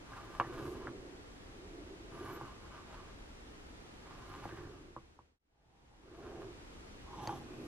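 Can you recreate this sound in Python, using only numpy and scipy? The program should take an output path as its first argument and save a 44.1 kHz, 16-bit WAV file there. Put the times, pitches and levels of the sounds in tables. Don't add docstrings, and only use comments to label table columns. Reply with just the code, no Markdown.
import sys
import numpy as np
from scipy import signal
from scipy.fft import rfft, irfft
from scipy.io import wavfile

SR = 44100
rng = np.random.default_rng(int(sys.argv[2]) if len(sys.argv) > 2 else 0)


def file_out(sig):
    cols = np.atleast_2d(sig).T
    lim = np.clip(cols, -1, 1)
    pcm = np.round(lim * 32767).astype(np.int16)
    wavfile.write(sys.argv[1], SR, pcm)


N = 338247
TIME = np.arange(N) / SR

# start t/s, fastest t/s, end t/s, scrape level/dB, hollow rub level/dB,
# shudder level/dB, hiss level/dB, cavity f/Hz at full speed, ringing level/dB
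STROKES = [(0, 0.172, 0.36, -58.5, -71, -68, -80.5, 355, -65),
           (0.15, 0.355, 0.69, -56.5, -56.5, -57, -80, 355, -60),
           (0.425, 0.635, 0.9, -56, -44, -54, -72, 352, -61),
           (0.62, 0.834, 0.94, -58.5, -51, -64, -88, 345, -60.5),
           (2.05, 2.293, 2.51, -56, -50, -54, -76, 360, -55),
           (2.33, 2.42, 2.62, -59.5, -62, -67, -83, 360, -60),
           (2.55, 2.723, 2.9, -60, -68, -72, -96, 360, -62),
           (2.78, 2.971, 3.17, -60, -65, -73, -95, 360, -63.5),
           (3.929, 4.445, 4.875, -56, -61.5, -58, -80.5, 365, -61),
           (5.975, 6.267, 6.43, -59.5, -49.5, -56.5, -83, 365, -81),
           (6.279, 6.405, 6.56, -66, -48.5, -55.5, -85, 375, -70),
           (7.042, 7.296, 7.52, -69, -53, -50, -74.5, 332, -77),
           (7.29, 7.645, 7.87, -70.5, -49.5, -57, -82.5, 287.4, -71)]
# start t/s, firmest t/s, end t/s, hollow rub level/dB, shudder level/dB
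GRIPS = [(.68, .93, 1.315, -49.5, -70), (1.33, 1.88, 2.48, -53.5, -77), (4.43, 4.67, 5.08, -53, -55.5),
         (5.39, 5.66, 6.1, -70.5, -56.5), (5.94, 6.16, 6.7, -52, -72), (6.54, 6.64, 6.2, -57, -70)]
SCRAPE_POWER, HOLLOW_POWER, SHUDDER_POWER, HISS_POWER = 1.39, 1.23, 1.85, 2.6


def sliding(hollow_db=-0.33, scrape_db=-1.27, judder_db=3.0, cavity_db=1.5, rest_hz=337, width_hz=110):
    # f/Hz, level/dB
    hollow_spectrum = [(30, -14), (65, -6), (130, -12), (220, -10.5), (290, -5), (345, 0), (440, -0.5),
                       (520, -10.5), (600, -14.5), (720, -11), (880, -27), (2000, -43), (8000, -58.5)]
    scrape_spectrum = [(60, -11), (130, -1.5), (300, -16.5), (600, -9.5), (820, -4.5), (1030, -1.5),
                       (1500, -5.5), (2000, -17), (2900, -18), (4200, -24), (7000, -30.5), (14000, -39.5)]
    cavity_hz = rest_hz + sum((hz - rest_hz) * arch(start, top, end)
                              for start, top, end, *_, hz, ringing_db in STROKES)
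    cavity = resonate(slips(per_s=3400, spread_db=1.5), cavity_hz, width_hz)
    body = colour(slips(per_s=3000, spread_db=1.0), hollow_spectrum, band=(270, 520))
    hollow = (body + amp(cavity_db) * cavity) / np.hypot(1, amp(cavity_db))
    scrape = colour(slips(per_s=2200, spread_db=1.4), scrape_spectrum, band=(1100, 1900))
    scrape *= amp(judder_db * wander(25))
    hollow_gain = np.hypot(swells(STROKES, HOLLOW_POWER, column=4), swells(GRIPS, HOLLOW_POWER, column=3))
    scrape_gain = swells(STROKES, SCRAPE_POWER, column=3)
    return amp(hollow_db) * hollow_gain * hollow + amp(scrape_db) * scrape_gain * scrape


def ringing_rub(db=-1, judder_db=2):
    catches = slips(per_s=1400, spread_db=2.0) * amp(judder_db * wander(25))
    return amp(db) * swells(STROKES, SCRAPE_POWER, column=8) * unit(ringing(catches))


def ringing(x):
    # f/Hz, level/dB, T60/s
    ringing_pitches = [(590, -15.5, .09), (690, -11.5, 0.13), (827, -12.5, 0.09), (958, -4.5, 0.067),
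                       (1027, 0, 0.081), (1090, -1.5, 0.065), (1171, -4, 0.14), (1294, -7.5, 0.0349),
                       (1420, -9, .04), (1496, -4.5, 0.075), (1680, -6, 0.045), (2090, -13.5, .05),
                       (2293, -16, .06), (2940, -8, .03)]
    response = ring(ringing_pitches)
    return signal.fftconvolve(x, response / abs(rfft(response)).max())[:len(x)]


def groan(db=-1, waver=0.018, swell_power=0.58):
    # start t/s, loudest t/s, end t/s, first f/Hz, last f/Hz, bandwidth/Hz, level/dB
    bindings = [(0.412, 0.45, 0.48, 2000, 1630, 400, -55), (4.413, 4.55, 4.7, 1790, 1707, 306, -60.5),
                (5.472, 5.58, 6.07, 757, 900, 220, -58), (6.091, 6.37, 6.48, 692, 700, 170, -55),
                (7.057, 7.153, 7.4, 988, 1010, 170, -51.5), (7.142, 7.165, 7.1, 833, 730, 80, -56),
                (7.143, 7.282, 7.38, 910, 800, 125, -44.5), (7.329, 7.366, 7.44, 685, 823, 90, -53.5),
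                (7.41, 7.475, 7.4, 694, 630, 100, -60), (7.423, 7.519, 7.72, 2550, 2550, 354, -68)]
    # f/Hz, bandwidth/Hz, level/dB
    upper_modes = [(1710, 200, -24), (3260, 900, -21), (5900, 800, -25)]
    drive = slips(per_s=2000, spread_db=0.0)
    rasp = sum(amp(mode_db) * resonate(drive, hz, width_hz) for hz, width_hz, mode_db in upper_modes)
    bend = 1 + waver * wander(25)
    out = np.zeros(N)
    for start, top, end, first_hz, last_hz, width_hz, peak_db in bindings:
        tone = resonate(drive, glide(start, end, first_hz, last_hz) * bend, width_hz)
        out += amp(db + peak_db) * arch(start, top, end) ** swell_power * (tone + rasp)
    return out


def knocks(low_hz=520, crack_db=-16, crack_s=0.0067, ringing_db=-5.0):
    # t/s, level/dB, contact cutoff f/Hz, pitch factor, ring time factor, thud level/dB
    impacts = [(0.134, -41.5, 1902, 1.53, 0.91, -56), (0.399, -14.5, 2610, 1.07, 0.81, -31.5),
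               (0.41, -25.5, 1840, 0.75, 1.03, -35.5), (0.448, -37, 1500, 0.89, 0.47, -45),
               (0.6553, -39, 1770, 1.05, 1, -50), (0.8121, -43, 1800, 0.99, 1.35, -57),
               (0.8711, -27.5, 1830, 1.4, 0.45, -46), (0.8777, -39, 1511, 0.87, 1, -36),
               (2.4116, -33, 1720, 0.9, 1.1, -42), (2.452, -40.5, 2020, 1.2, 0.71, -46),
               (2.958, -49, 2490, 1.12, 1, -65), (4.4541, -32, 2300, 0.78, 1.1, -38),
               (4.5232, -46, 2000, 1.6, 1.1, -41), (4.964, -26, 1147, 1.06, 0.75, -35),
               (5.19, -31, 1120, 0.98, 0.87, -44), (7.1318, -44, 1100, 0.96, 2.2, -69),
               (7.2729, -36.5, 5000, 1.9, 0.8, -45), (7.2742, -29, 1000, 0.87, 2.3, -34),
               (7.2866, -47, 5500, 3.2, 1.3, -51), (7.2925, -30, 2020, 0.95, 2.6, -54),
               (7.3265, -34.5, 1400, 0.81, 1.7, -46)]
    # f/Hz, level/dB, T60/s
    wood_modes = [(490, -24, 0.011), (696, -25.5, 0.023), (982, 1.5, 0.014), (1560, -5, 0.0064),
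                  (2100, -20, 0.013), (2640, -9.5, 0.005)]
    box_modes = [(128, -1, 0.22), (236, -0.5, 0.065), (335, 0, 0.18), (480, -3, 0.11), (595, -1, 0.036)]
    out, t = np.zeros(N), TIME[:SR // 4]
    low_cut = signal.butter(2, low_hz, "highpass", fs=SR, output="sos")
    for start, db, cutoff_hz, pitch, length, thud_db in impacts:
        crack = amp(crack_db) * rng.standard_normal(len(t)) * np.exp(-t / crack_s)
        contact = np.vstack([low_cut, signal.butter(4, cutoff_hz, fs=SR, output="sos")])
        blow = peaked(signal.sosfilt(contact, ring(wood_modes, pitch, length) + crack), db)
        thud = peaked(ring(box_modes), thud_db)
        add(out, start, blow + amp(ringing_db) * ringing(blow) + thud)
    return out


def shudder(db=-1.4, hz=142, width_hz=64):
    push = np.hypot(swells(STROKES, SHUDDER_POWER, column=5), swells(GRIPS, SHUDDER_POWER, column=4))
    return amp(db) * push * resonate(slips(per_s=2800, spread_db=4.5), hz, width_hz)


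def ticks(chatter=0.063, chatter_s=0.00099):
    # t/s, level/dB
    impacts = [(0.401, -44.5), (7.274, -32.5)]
    # f/Hz, level/dB, T60/s
    wire_modes = [(4520, -1.5, 0.013), (5600, -9.5, 0.003), (6430, -4, 0.0076), (9900, -21, 0.0071),
                  (13080, -23, 0.0067)]
    out, t = np.zeros(N), TIME[:SR // 100]
    for start, db in impacts:
        contact = chatter * rng.standard_normal(len(t)) * np.exp(-t / chatter_s)
        contact[0] = 1
        add(out, start, peaked(signal.fftconvolve(ring(wire_modes), contact), db))
    return out


def grain_hiss(db=-1, judder_db=2.5):
    # f/Hz, level/dB
    grain_spectrum = [(1500, -12.5), (3300, 2), (4500, 0), (6500, 1.5), (9000, -1.5), (10400, 2),
                      (11500, 0.5), (13200, -3.5), (15000, -13.5)]
    grain = colour(rng.standard_normal(N), grain_spectrum, band=(9000, 11500))
    return amp(db + judder_db * wander(40)) * swells(STROKES, HISS_POWER, column=6) * grain


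def squeaks(db=-1, width_hz=230, swell_power=2.66):
    # start t/s, loudest t/s, end t/s, first f/Hz, last f/Hz, level/dB
    whistles = [(2.08, 2.138, 2.37, 10300, 11840, -76), (2.151, 2.318, 2.43, 13100, 14200, -74),
                (2.2, 2.26, 2.36, 10300, 10550, -73), (2.318, 2.33, 2.42, 13030, 10600, -64)]
    friction = rng.standard_normal(N)
    out = np.zeros(N)
    for start, top, end, first_hz, last_hz, peak_db in whistles:
        tone = resonate(friction, glide(start, end, first_hz, last_hz), width_hz)
        out += amp(db + peak_db) * arch(start, top, end) ** swell_power * tone
    return out


def room(x, tail_db=-9.0, t60=0.076, spread=.4, right_db=0.47):
    # delay t/s, gain
    reflections = [(.0074, .07), (.00843, .12), (.00912, .12), (.011, .16), (.0126, .08), (.0146, .12),
                   (0.021, 0.1)]
    t = TIME[:SR // 3]
    early = np.zeros(len(t))
    early[0] = 1
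    for delay, gain in reflections:
        early[round(delay * SR)] += gain
    tails = rng.standard_normal((2, len(t))) * amp(-60 * t / t60) * (1 - np.exp(-t / .003))
    mid, side = amp(tail_db) * tails / np.linalg.norm(tails[0])
    left = np.roll(early + mid, 2) + spread * side
    right = early + mid - spread * side
    balance = amp([[-right_db], [right_db]])
    return signal.fftconvolve(x[None], np.array([left, right]), axes=1)[:, :N] * balance


def background(mid_db=-53.5, side_db=-57):
    # f/Hz, level/dB
    mid_spectrum = [(15, -15), (25, -4), (43, -1), (150, -12.5), (232, -11.5), (306, -11), (450, -14.5),
                    (593, -20), (897, -21.5), (1180, -23), (3000, -30), (6520, -37), (9330, -43),
                    (12000, -52), (14500, -58)]
    side_spectrum = [(30, -19), (60, -21), (130, -8.5), (250, -6), (420, -6), (560, -9), (1200, -11.5),
                     (1600, -12.5), (3000, -16), (6000, -22.5), (10000, -29.5), (14500, -37)]
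    mid = amp(mid_db) * colour(rng.standard_normal(N), mid_spectrum)
    side = amp(side_db) * colour(rng.standard_normal(N), side_spectrum)
    return mid + hum() + np.array([side, -side])


def hum(edge_s=0.046):
    # start t/s, end t/s, f/Hz, first level/dB, last level/dB
    tones = [(5.026, 5.358, 75, -58.5, -58.5), (5.422, 7.672, 58.4, -58.5, -66.5)]
    out = np.zeros(N)
    for start, end, hz, first_db, last_db in tones:
        gate = np.clip(np.minimum(TIME - start, end - TIME) / edge_s + 1, 0, 1)
        rms = amp(np.interp(TIME, [start, end], [first_db, last_db]))
        out += gate * rms * np.sqrt(2) * np.sin(2 * np.pi * hz * TIME)
    return out


def slips(per_s, spread_db):
    size = amp(spread_db * np.minimum(rng.exponential(1, N), 4))
    return size * rng.standard_normal(N) * (rng.random(N) < per_s / SR)


def ring(modes, pitch=1, length=1):
    t = TIME[:SR // 4]
    return sum((-1) ** k * amp(db - 60 * t / (t60 * length)) * np.sin(2 * np.pi * hz * pitch * t)
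               for k, (hz, db, t60) in enumerate(modes))


def resonate(x, hz, width_hz):
    carrier = np.exp(2j * np.pi * np.cumsum(hz * np.ones(N)) / SR)
    baseband = signal.lfilter(*signal.butter(2, width_hz / 2, fs=SR), x / carrier)
    return unit((carrier * baseband).real)


def colour(x, points, band=None):
    hz = np.fft.rfftfreq(N, 1 / SR)
    point_hz, point_db = np.transpose(points)
    spectrum = rfft(x) * amp(np.interp(np.log(hz + 1), np.log(point_hz), point_db))
    inside = 1 if band is None else (hz > band[0]) & (hz < band[1])
    return irfft(spectrum, N) / np.std(irfft(spectrum * inside, N))


def wander(rate_hz):
    hz = np.fft.rfftfreq(N, 1 / SR)
    return unit(irfft(rfft(rng.standard_normal(N)) * np.exp(-(hz / rate_hz) ** 2), N))


def arch(start, top, end):
    return np.sin(np.pi / 2 * np.interp(TIME, [start, top, end], [0, 1, 0]))


def swells(rows, power, column):
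    return np.sqrt(sum((amp(row[column]) * arch(*row[:3]) ** power) ** 2 for row in rows))


def glide(start, end, first_hz, last_hz):
    return np.interp(TIME, [start, end], [first_hz, last_hz])


def add(mix, start, sound):
    part = mix[round(start * SR):][:len(sound)]
    part += sound[:len(part)]


def amp(db):
    return 10 ** (np.asarray(db) / 20)


def unit(x):
    return x / np.sqrt(np.mean(x ** 2) + 1e-20)


def peaked(x, db):
    return amp(db) * x / abs(x).max()


def scene():
    box = sliding() + ringing_rub() + groan() + shudder() + knocks()
    return room(box) + grain_hiss() + squeaks() + ticks() + background()


def record(dry, cutoff_hz=15000):
    # t/s, gain
    fade = [(4.47, 0.87), (5.39, 0.0024), (5.6, 0.074), (6, 0.3), (6.6, 0.91)]
    faded = dry * np.interp(TIME, *np.transpose(fade))
    low_pass = signal.firwin(1023, cutoff_hz, window=("kaiser", 9), fs=SR)
    return signal.oaconvolve(faded, low_pass[None], "same")


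dry = scene()
out = record(dry)
file_out(out)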